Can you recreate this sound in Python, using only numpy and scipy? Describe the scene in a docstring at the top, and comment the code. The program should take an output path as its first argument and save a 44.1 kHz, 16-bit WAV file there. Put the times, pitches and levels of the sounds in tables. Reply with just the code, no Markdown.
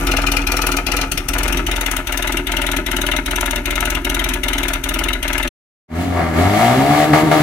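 """A hard stutter close to the microphone: an air-cooled flat-four with an open megaphone exhaust,
firing about forty times a second in a yard. Each crank turn gives a sharp crack and, half a turn later,
a throaty bark as gas puffs ring the pipe; about every eighth turn the spark drops out.
After a short silence the engine is heard from farther off, before an open garage,
revving up until it bounces on its limiter."""
import sys
import numpy as np
from scipy import signal
from scipy.fft import rfft, irfft
from scipy.io import wavfile
from scipy.ndimage import uniform_filter1d

SR = 44100
rng = np.random.default_rng(int(sys.argv[2]) if len(sys.argv) > 2 else 0)


def int16_out(signal):
    """Quantize to a 16-bit WAV file."""
    q = np.round(np.clip(np.atleast_2d(signal).T, -1, 1) * 32767)
    wavfile.write(sys.argv[1], SR, q.astype(np.int16))


N = 327222
T = np.arange(N) / SR
BINS = np.fft.rfftfreq(8192, 1 / SR)


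def amp(db):
    """Decibels to gain."""
    return 10 ** (np.asarray(db) / 20)


def unit(x):
    """Scales to rms 1."""
    return x / np.sqrt(np.mean(x ** 2) + 1e-20)


def curves(rows):
    """Each column of a time table, at every sample."""
    s, *columns = np.transpose(rows)
    return [np.interp(T, s, c) for c in columns]


def spectrum(points, hz=BINS):
    """Reads a table along a log-frequency axis."""
    f, value = np.transpose(points)
    return np.interp(np.log(hz + 1), np.log(f + 1), value)


def resonances(modes):
    """Gain of a set of steep-sided resonances."""
    return np.sqrt(sum((amp(db) / (1 + (2 * (BINS - hz) / width) ** 2)) ** 2 for hz, width, db in modes))


def colour(x, gain):
    """Minimum-phase filter of that shape; white noise keeps its power."""
    log_gain = np.log(np.maximum(gain / gain.max(), 1e-5))
    mirrored = np.concatenate([log_gain, log_gain[-2:0:-1]])
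    taps = np.fft.ifft(np.exp(np.conj(signal.hilbert(mirrored)))).real[:len(BINS)]
    return signal.oaconvolve(x, taps / np.linalg.norm(taps))[:N]


def noise():
    """White noise."""
    return rng.standard_normal(N)


def wander(rate_hz):
    """Smooth random drift of rms 1."""
    lowpass = np.exp(-(np.fft.rfftfreq(N, 1 / SR) / rate_hz) ** 2)
    return unit(irfft(rfft(noise()) * lowpass, N))


def levelled(x, seconds):
    """Holds the running rms at 1."""
    return x / np.sqrt(abs(uniform_filter1d(x ** 2, int(seconds * SR))) + 1e-9)


def puffs(times, levels_db, rise, fall):
    """Envelope of gas puffs: the valve opens along a bell curve, then the pressure drains."""
    power = np.zeros(N)
    for s, db in zip(times, levels_db):
        part = slice(max(int((s - .02) * SR), 0), int((s + .12) * SR))
        t = T[part] - s
        power[part] += (amp(db) * np.exp(-(np.minimum(t, 0) / rise) ** 2 - np.maximum(t, 0) / fall)) ** 2
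    return np.sqrt(power)


def echoes(x, t60, wet_db, delay):
    """Adds sparse reflections of random sign that die away."""
    t = T[:SR]
    taps = rng.choice([-1., 1.], SR) * (rng.random(SR) < 3000 / SR)
    taps *= (t > delay) * amp(-60 * t / t60)
    return x + amp(wet_db) * signal.oaconvolve(x, taps / np.linalg.norm(taps))[:N]


def microphones(source, likeness, balance, lag):
    """A stereo pair: the sides are partly alike, the right one later and duller."""
    hz, left, other = np.fft.rfftfreq(N, 1 / SR), rfft(source()), rfft(source())
    alike = np.clip(spectrum(likeness, hz), -1, 1)
    right = alike * left + 1j * np.sqrt(1 - alike ** 2) * other
    right *= amp(-spectrum(balance, hz)) * np.exp(-2j * np.pi * hz * lag)
    return irfft(np.array([left, right]), N)


def limiting(start_s=7.04):
    """0 while the speed is free, 1 once the limiter chops the spark."""
    return np.clip((T - start_s) / .012, 0, 1)


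# Engine speed before the garage: t/s, firing rate/Hz
FIRING_RATE = [(5.94, 81.5), (6.03, 89.5), (6.09, 89.3), (6.184, 86.4), (6.33, 79.8), (6.394, 84.9),
               (6.506, 99.6), (6.698, 122.8), (6.866, 140.3), (6.96, 148.7), (7.08, 149.6), (7.21, 154.6),
               (7.294, 151.2), (7.42, 154.0)]
def firing_angle():
    """Count of firings during the rev-up; the limiter shakes the speed."""
    shake = (.005 + .02 * limiting()) * wander(25)
    return np.cumsum(curves(FIRING_RATE)[0] * (1 + shake)) / SR


def firings(angle, bank_db, cylinder_db=-14):
    """Pulse train; unequal banks and cylinders add half and quarter orders."""
    count = np.floor(angle)
    strength = 1 + amp(bank_db) * np.cos(np.pi * count) + amp(cylinder_db) * np.cos(np.pi / 2 * count)
    return unit(np.diff(count, prepend=0) * strength)


# Throttle blipped twice, then held open: t/s, relative level/dB of drone, blare, hiss
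THROTTLE = [(5.88, -46, -48, -70), (5.96, -26.5, -27, -46), (6.02, -22, -26, -39.5), (6.10, -22, -28, -45),
            (6.20, -20.5, -17, -42), (6.32, -23.5, -24.5, -45), (6.39, -15, -16, -34.5),
            (6.51, -21, -18, -36), (6.62, -20, -14, -30.5), (6.84, -16.5, -18, -35), (7.0, -19.5, -15, -31),
            (7.10, -21.5, -15.5, -33), (7.23, -17.5, -15.5, -33.5), (7.42, -17.5, -17, -32)]
# The limiter cuts the spark, which returns with a bang: cut t/s, return t/s, relative bang level/dB
SPARK_CUTS = [(7.055, 7.136, -12.5), (7.22, 7.316, -15.5)]
def load():
    """Drone, blare and hiss in dB follow the throttle; blare and hiss sag while the spark is cut."""
    cut = sum(np.clip((T - start) / .024 + .5, 0, 1) * np.clip((end - T) / .0057, 0, 1)
              for start, end, _ in SPARK_CUTS)
    drone_db, blare_db, hiss_db = curves(THROTTLE)
    return drone_db, blare_db - 4 * cut, hiss_db - 4.5 * cut


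# Gas hiss from a distance: f/Hz, relative level/dB
FAR_HISS = [(1500, -1.5), (2800, 4), (4000, -1.5), (5500, -5.5), (7500, -4), (10000, -7.5), (13000, -6),
            (16000, -11)]
# Low and high pipe resonances from a distance: f/Hz, width/Hz, relative level/dB
FAR_HEADERS = [(153, 88, -10), (280, 150, 7), (365, 230, 2.5)]
FAR_MEGAPHONE = [(602, 180, -6), (696, 105, -0.5), (772, 66, 0.5), (924, 100, -5), (1185, 340, -10),
                 (1760, 600, -13.5), (2085, 480, -13.5), (2780, 6700, -33)]
def revving_exhaust(angle):
    """Firing pulses and pulsing gas noise ring the pipe, smeared by the walls around the garage."""
    drone_db, blare_db, hiss_db = load()
    flow = unit(.5 + np.exp(-(angle % 1) / .51))
    # share of noise: it burbles when slow, clears when fast, breaks up on the limiter
    rough = np.interp(curves(FIRING_RATE)[0], [85, 115], [.86, .74]) + .21 * limiting()
    drive = amp(-7) * firings(angle, bank_db=-5) + 1.3 * rough * flow * noise()
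    drone = colour(drive, resonances(FAR_HEADERS))
    drone = levelled(echoes(drone, t60=.12, wet_db=3, delay=.003), seconds=.06)
    horn = resonances(FAR_MEGAPHONE)
    pulses = echoes(firings(angle, bank_db=-2), t60=.09, wet_db=10, delay=.001)
    note = levelled(colour(pulses, horn), seconds=.044)
    roar = colour(flow * noise(), horn * amp(spectrum([(700, -7), (1300, 2.5), (2500, -14)])))
    smeared = unit(echoes(roar + 1.04 * note, t60=.3, wet_db=10.5, delay=.0074))
    blare = np.sqrt(1 - rough ** 2) * note + rough * smeared
    hiss = colour(flow * noise(), amp(spectrum(FAR_HISS)))
    hiss = unit(echoes(hiss, t60=.47, wet_db=4, delay=.0094))
    _, returns, bang_db = np.transpose(SPARK_CUTS)
    bangs = puffs(returns, bang_db, rise=.003, fall=.04) * (1.2 * note + roar + .19 * hiss)
    return amp(drone_db - 4.5) * drone + amp(blare_db - .05) * blare + amp(hiss_db + 9.5) * hiss + bangs


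# How strongly the pipe radiates a clean harmonic: f/Hz, relative level/dB
PIPE_RESPONSE = [(80, -3.5), (86, 2.5), (95, 4), (104, 0), (120, -2), (150, -2), (178, -4.5), (205, 2),
                 (275, 2), (310, 2), (350, -6.5), (460, -10), (620, -19)]
# Clean partials: multiples of the firing rate
ORDERS = [.5, 1, 1.5, 2, 2.5, 3, 4]
# Unequal banks bring out the half orders with speed: relative level/dB when slow, when fast
HALF_ORDER_LEVELS = [-18, -13.5]
def firing_tone(angle):
    """The clean low orders swell and fade as they climb through the pipe's response."""
    rate = curves(FIRING_RATE)[0]
    half_db = np.interp(rate, [95, 145], HALF_ORDER_LEVELS)
    tones = 0
    for k in ORDERS:
        db = spectrum(PIPE_RESPONSE, k * rate) - 2.1 * (k - 1) + half_db * (k % 1 > 0)
        tones += amp(db + 2 * wander(23)) * np.sin(2 * np.pi * k * angle)
    return amp(load()[0] + 2) * tones * (1 + .25 * wander(26))


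def howl(angle, hz, width):
    """Each crank order sings out as it climbs through the main resonance of the pipe."""
    rate = curves(FIRING_RATE)[0]
    orders = 0
    for k in range(8, 20):
        detuning = 2 * (k * rate / 2 - hz) / width
        orders += np.sin(np.pi * k * angle + rng.uniform(0, 2 * np.pi)) / (1 + detuning ** 2)
    db = load()[1] + np.interp(rate, [88, 108], [-9, -2]) - 7 * limiting()
    return levelled(orders, seconds=.05) * amp(db)


# Microphones well back from the garage: f/Hz, left minus right level/dB
FAR_TILT = [(60, 10), (110, -8), (200, -2.5), (380, 2.5), (700, 6), (1290, 2.5), (2380, 0.5), (4400, 0.5),
            (8120, 17), (15000, 7.5)]
# The same pair: f/Hz, left-right correlation
FAR_LIKENESS = [(60, -0.34), (130, 1), (290, 0.22), (640, 0.62), (1410, 0.64), (3100, -0.58), (6820, 0.11),
                (15000, -0.74)]
def far_engine():
    """The rev-up from farther off; its clean note dips at each cut and flutters on the limiter."""
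    angle = firing_angle()
    stumble = sum(np.exp(-((T - cut) / .01) ** 2) for cut, _, _ in SPARK_CUTS)
    chop = amp(-3 * stumble + 3.1 * limiting() * wander(25))
    exhaust = microphones(lambda: revving_exhaust(angle), FAR_LIKENESS, FAR_TILT, lag=.00007)
    return exhaust + firing_tone(angle) * chop + howl(angle, hz=729, width=87) * amp([[1], [-2]])


# Runs of firings in the yard, between cuts or misfires (a lone pop starts and ends at once):
# first crack t/s, last crack t/s, mid-run lag/s as the speed shifts, relative level/dB of fizz, rasp, bark
FIRING_RUNS = [(0.072, 0.17, -0.0033, -20.5, -15, -19.5), (0.22, 0.22, 0, -26, -21.5, -23),
               (0.27, 0.37, 0, -16.5, -17, -20), (0.42, 0.42, 0, -29.5, -26.5, -29.5),
               (0.472, 0.770, -.001, -17.5, -17, -21.5), (0.869, 1.016, 0.0025, -20, -16, -20.5),
               (1.12, 1.178, 0, -17, -16.5, -44.5), (1.288, 1.288, 0, -16, -19.5, -34),
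               (1.338, 1.574, .002, -20.5, -19, -23), (1.669, 1.968, -0.0052, -21, -18.5, -23),
               (2.074, 2.373, .003, -21, -20, -22.5), (2.472, 2.768, -0.0012, -21, -18.5, -21),
               (2.866, 3.167, 0.0013, -20.5, -19.5, -21), (3.263, 3.561, -0.001, -21, -19, -21.5),
               (3.659, 3.952, .002, -20, -20, -21.5), (4.05, 4.339, 0.0011, -19, -19, -22.5),
               (4.437, 4.737, -0.0032, -20, -17.5, -22), (4.841, 5.134, 0.0043, -21.5, -19, -23),
               (5.231, 5.431, 0.0016, -21.5, -20, -20.5), (5.478, 5.478, -0.0097, -27, -19, -39)]
def turns(turn_s=.0494):
    """Every fired turn: t/s, turns into its run, place 0-1 in the run, fizz, rasp and bark level/dB."""
    rows = []
    for first, last, lag, *levels_db in FIRING_RUNS:
        for k, place in enumerate(np.linspace(0, 1, round((last - first) / turn_s) + 1)):
            s = first + (last - first) * place + lag * np.sin(np.pi * place)
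            rows.append((s, k, place, *levels_db))
    return np.transpose(rows)


def charges():
    """Time and levels of each fired turn: no two burn alike, and a crack that fizzes more rasps less."""
    s, k, place, fizz_db, rasp_db, bark_db = turns()
    sharpness, strength = rng.standard_normal((len(s), 2)).T
    rich = np.exp(-(k / 1.2) ** 4)  # the first charges after a cut burn rich: less fizz
    sharp_db = 1.53 * sharpness + .47 * (.5 - 2 * rich)
    arch_db = np.sin(np.pi * place) - .5  # the bark is fullest in mid-run
    return s, fizz_db + sharp_db, rasp_db - .84 * sharp_db, bark_db + arch_db + .93 * strength


def crank():
    """Crank angle in turns: whole at each crack, counting on through the unfired turns."""
    s = turns()[0]
    period = np.median(np.diff(s))
    count = np.concatenate([[0], np.cumsum(np.round(np.diff(s) / period))])
    return np.interp(T, s, count) + (T - np.clip(T, s[0], s[-1])) / period


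def coasting():
    """0 while the engine fires, 1 once a turn has gone by unfired."""
    s = turns()[0]
    since = T - s[np.maximum(np.searchsorted(s, T) - 1, 0)]
    return uniform_filter1d(np.clip((since - .048) / .054, 0, 1), size=500)


# Microphone position: t/s, share 0-1 of the sound from in front of the pipe mouth rather than beside it
MIC_FACING = [(0, 0.32), (1.0, 0.21), (1.6, 0.76), (2.3, 0.99), (5.5, 0.98)]
def pipe(drive, beside, facing):
    """The pipe's colour shifts as the microphone comes round to its mouth."""
    share = curves(MIC_FACING)[0]
    side, front = colour(drive, resonances(beside)), colour(drive, resonances(facing))
    return np.sqrt(1 - share) * side + np.sqrt(share) * front


# Treble close up, shared by the rush and the gas jet of each crack: f/Hz, relative level/dB
NEAR_HISS = [(3000, -24), (4400, -4), (5000, -7), (6100, 6.5), (7400, -4.5), (8600, 2), (9800, 3),
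             (11000, 1), (13000, 1.5), (14500, -4), (16000, -12)]
def fan_rush():
    """Grainy rush of fan and valve gear, louder for the first instant, then steady."""
    clatter = colour(noise() * amp(3.7 * wander(250) - 1.5), amp(spectrum(NEAR_HISS)))
    return np.interp(T, [0, .07, .15], amp([-31, -37, -45])) * clatter


# Low end close to the pipe: t/s, relative level/dB of throb, drone
LOW_END = [(0.0, -22.5, -25), (0.9, -27.5, -27), (1.2, -26, -29), (1.6, -24.5, -26), (2.05, -29, -32),
           (2.4, -28, -28.5), (4.4, -27, -30), (5.5, -28, -31)]
# Header resonances from beside and in front: f/Hz, width/Hz, relative level/dB
HEADERS_SIDE = [(154, 85, -7.5), (281.6, 23, 6), (359, 44, -4)]
HEADERS_FRONT = [(156, 150, -12), (267.4, 31, 4), (284, 45, -6.5), (351.4, 57, 0)]
def header_drone():
    """Every exhaust stroke knocks the headers into a low ring that swells and fades."""
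    angle = crank()
    strokes = np.floor(2 * (angle - .44))
    knocks = unit(np.diff(strokes, prepend=strokes[0]))
    ring = levelled(pipe(knocks + .8 * noise(), HEADERS_SIDE, HEADERS_FRONT), seconds=.07)
    level_db = curves(LOW_END)[1] - 1 + 2.5 * curves(MIC_FACING)[0] - 8 * coasting()
    swell_db = 2.22 * np.cos(2 * np.pi * (angle - .55)) + 1.8 * wander(12)
    return ring * amp(level_db + swell_db)


def throb():
    """Gas pumped out twice a turn, with an extra pressure slug from each fired cylinder."""
    s = turns()[0]
    pumping = -np.cos(4 * np.pi * (crank() - .41)) * amp(6 - 13 * coasting())
    slugs = puffs(s + .001, np.full_like(s, -.5), rise=.0027, fall=.0048)
    slugs += puffs(s + .0221, np.full_like(s, 14), rise=.012, fall=.0054)
    slugs = signal.sosfilt(signal.butter(2, 32, "high", fs=SR, output="sos"), slugs)
    uneven = -amp(-5.5) * np.cos(6 * np.pi * (crank() - .06))  # the two banks push unequally
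    rumble = colour(noise(), resonances([(85.6, 130, 0)]))
    pressure = amp(curves(LOW_END)[0]) * (pumping + uneven - slugs + amp(-10) * rumble)
    # an open pipe hardly radiates below the firing rate
    return signal.sosfiltfilt(signal.butter(4, 30, "high", fs=SR, output="sos"), pressure)


# Megaphone resonances from beside and in front: f/Hz, width/Hz, relative level/dB
MEGAPHONE_SIDE = [(485, 124, -4), (700, 180, -4), (866, 96, 0), (1201, 41, 2), (1361, 216, 3),
                  (1820, 290, -16), (2320, 160, -19), (2410, 350, -2), (2946, 280, -9), (5200, 6800, -22.5)]
MEGAPHONE_FRONT = [(614, 98, -1), (697.4, 32, -1.5), (899, 118, -0.5), (980, 100, -5.5), (1243, 64, -4),
                   (1425, 230, 2.5), (1714, 160, 1), (2118, 295, 2), (2685, 570, -5), (3450, 1470, -15.5),
                   (6860, 4100, -28)]
def bark(s, fizz_db, bark_db):
    """The blowdown rings the megaphone: briefly at each crack, fully half a turn later."""
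    blow = puffs(s + .022, bark_db + 1.5, rise=.0075, fall=.011)
    blow += puffs(s, fizz_db - 5, rise=.0017, fall=.0056)
    flow = np.interp(T, [0, .06, .12], amp([-24, -29, -36]))
    gas = noise() * amp(3.1 * wander(576) + .5)  # it tears into lumps as it leaves the valve
    return pipe((blow + flow) * gas, MEGAPHONE_SIDE, MEGAPHONE_FRONT)


def swirl(x, depth, delay, spread):
    """The jet leaves each crack in another shape: a short echo whose delay changes from turn to turn."""
    turn = np.floor(crank() + .13).astype(int)
    lags = (delay + spread * rng.random(256)[turn % 256]) * SR
    echo = np.interp(np.arange(N) - lags, np.arange(N), x)
    return (x + depth * echo) / np.sqrt(1 + depth ** 2)


# Rasp resonances from beside and in front: f/Hz, width/Hz, relative level/dB
RASP_SIDE = [(2430, 160, 6.5), (2717, 330, -4.5), (3330, 230, -29), (4090, 1120, -5), (5630, 900, -8)]
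RASP_FRONT = [(2090, 324, 1), (2385, 180, 0), (2767, 116, 3), (2975, 570, 0), (3707, 635, -1.5)]
def crack(s, fizz_db, rasp_db):
    """A sharp jet of gas fizzes and sets the pipe's high resonances rasping."""
    jet = colour(noise() * amp(1.95 * wander(900)), amp(spectrum(NEAR_HISS)))
    fizz = puffs(s + .00027, fizz_db + 4, rise=.0034, fall=.0054) * jet
    gas = puffs(s - .0005, rasp_db + 3, rise=.0039, fall=.011) * noise()
    return swirl(fizz + pipe(gas, RASP_SIDE, RASP_FRONT), depth=.6, delay=.0003, spread=.0012)


def stutter():
    """Cracks and barks over the header drone and the fan; the yard answers."""
    s, fizz_db, rasp_db, bark_db = charges()
    cracks, barks, drone = crack(s, fizz_db, rasp_db), bark(s, fizz_db, bark_db), header_drone()
    treble = echoes(cracks + fan_rush(), t60=.23, wet_db=-12, delay=.0073)
    return treble + echoes(barks, t60=.24, wet_db=-10, delay=.0036) + drone


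# Microphones close beside the car: f/Hz, left minus right level/dB
NEAR_TILT = [(180, 0.96), (380, 1.8), (700, 2.8), (1290, 4.9), (2380, 12.1), (4400, 2.2), (8120, 17.7),
             (15000, 15)]
# The same pair: f/Hz, left-right correlation
NEAR_LIKENESS = [(100, 0.79), (300, 0.92), (650, 0.83), (1400, 0.58), (3000, 0.18), (7000, 0.037),
                 (15000, .1)]
def near_engine():
    """At close range the stutter leans left and the throb sits in the centre."""
    return microphones(stutter, NEAR_LIKENESS, NEAR_TILT, lag=.00009) + throb()


def scene(near_end_s=5.492, far_start_s=5.88):
    """The close stutter, a silence, then the rev-up from farther off."""
    near = near_engine() * np.clip((near_end_s - T) / .016, 0, 1)
    far = far_engine() * np.clip((T - far_start_s) / .03, 0, 1)
    return near + far


def record(dry):
    """The loudest peaks are rounded off; the treble ends at 16 kHz."""
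    rounded = dry / (1 + dry ** 6) ** (1 / 6)
    lowpass = signal.firwin(401, 16000, window=("kaiser", 8), fs=SR)
    return signal.oaconvolve(rounded, lowpass[None], "same")


dry = scene()
out = record(dry)
int16_out(out)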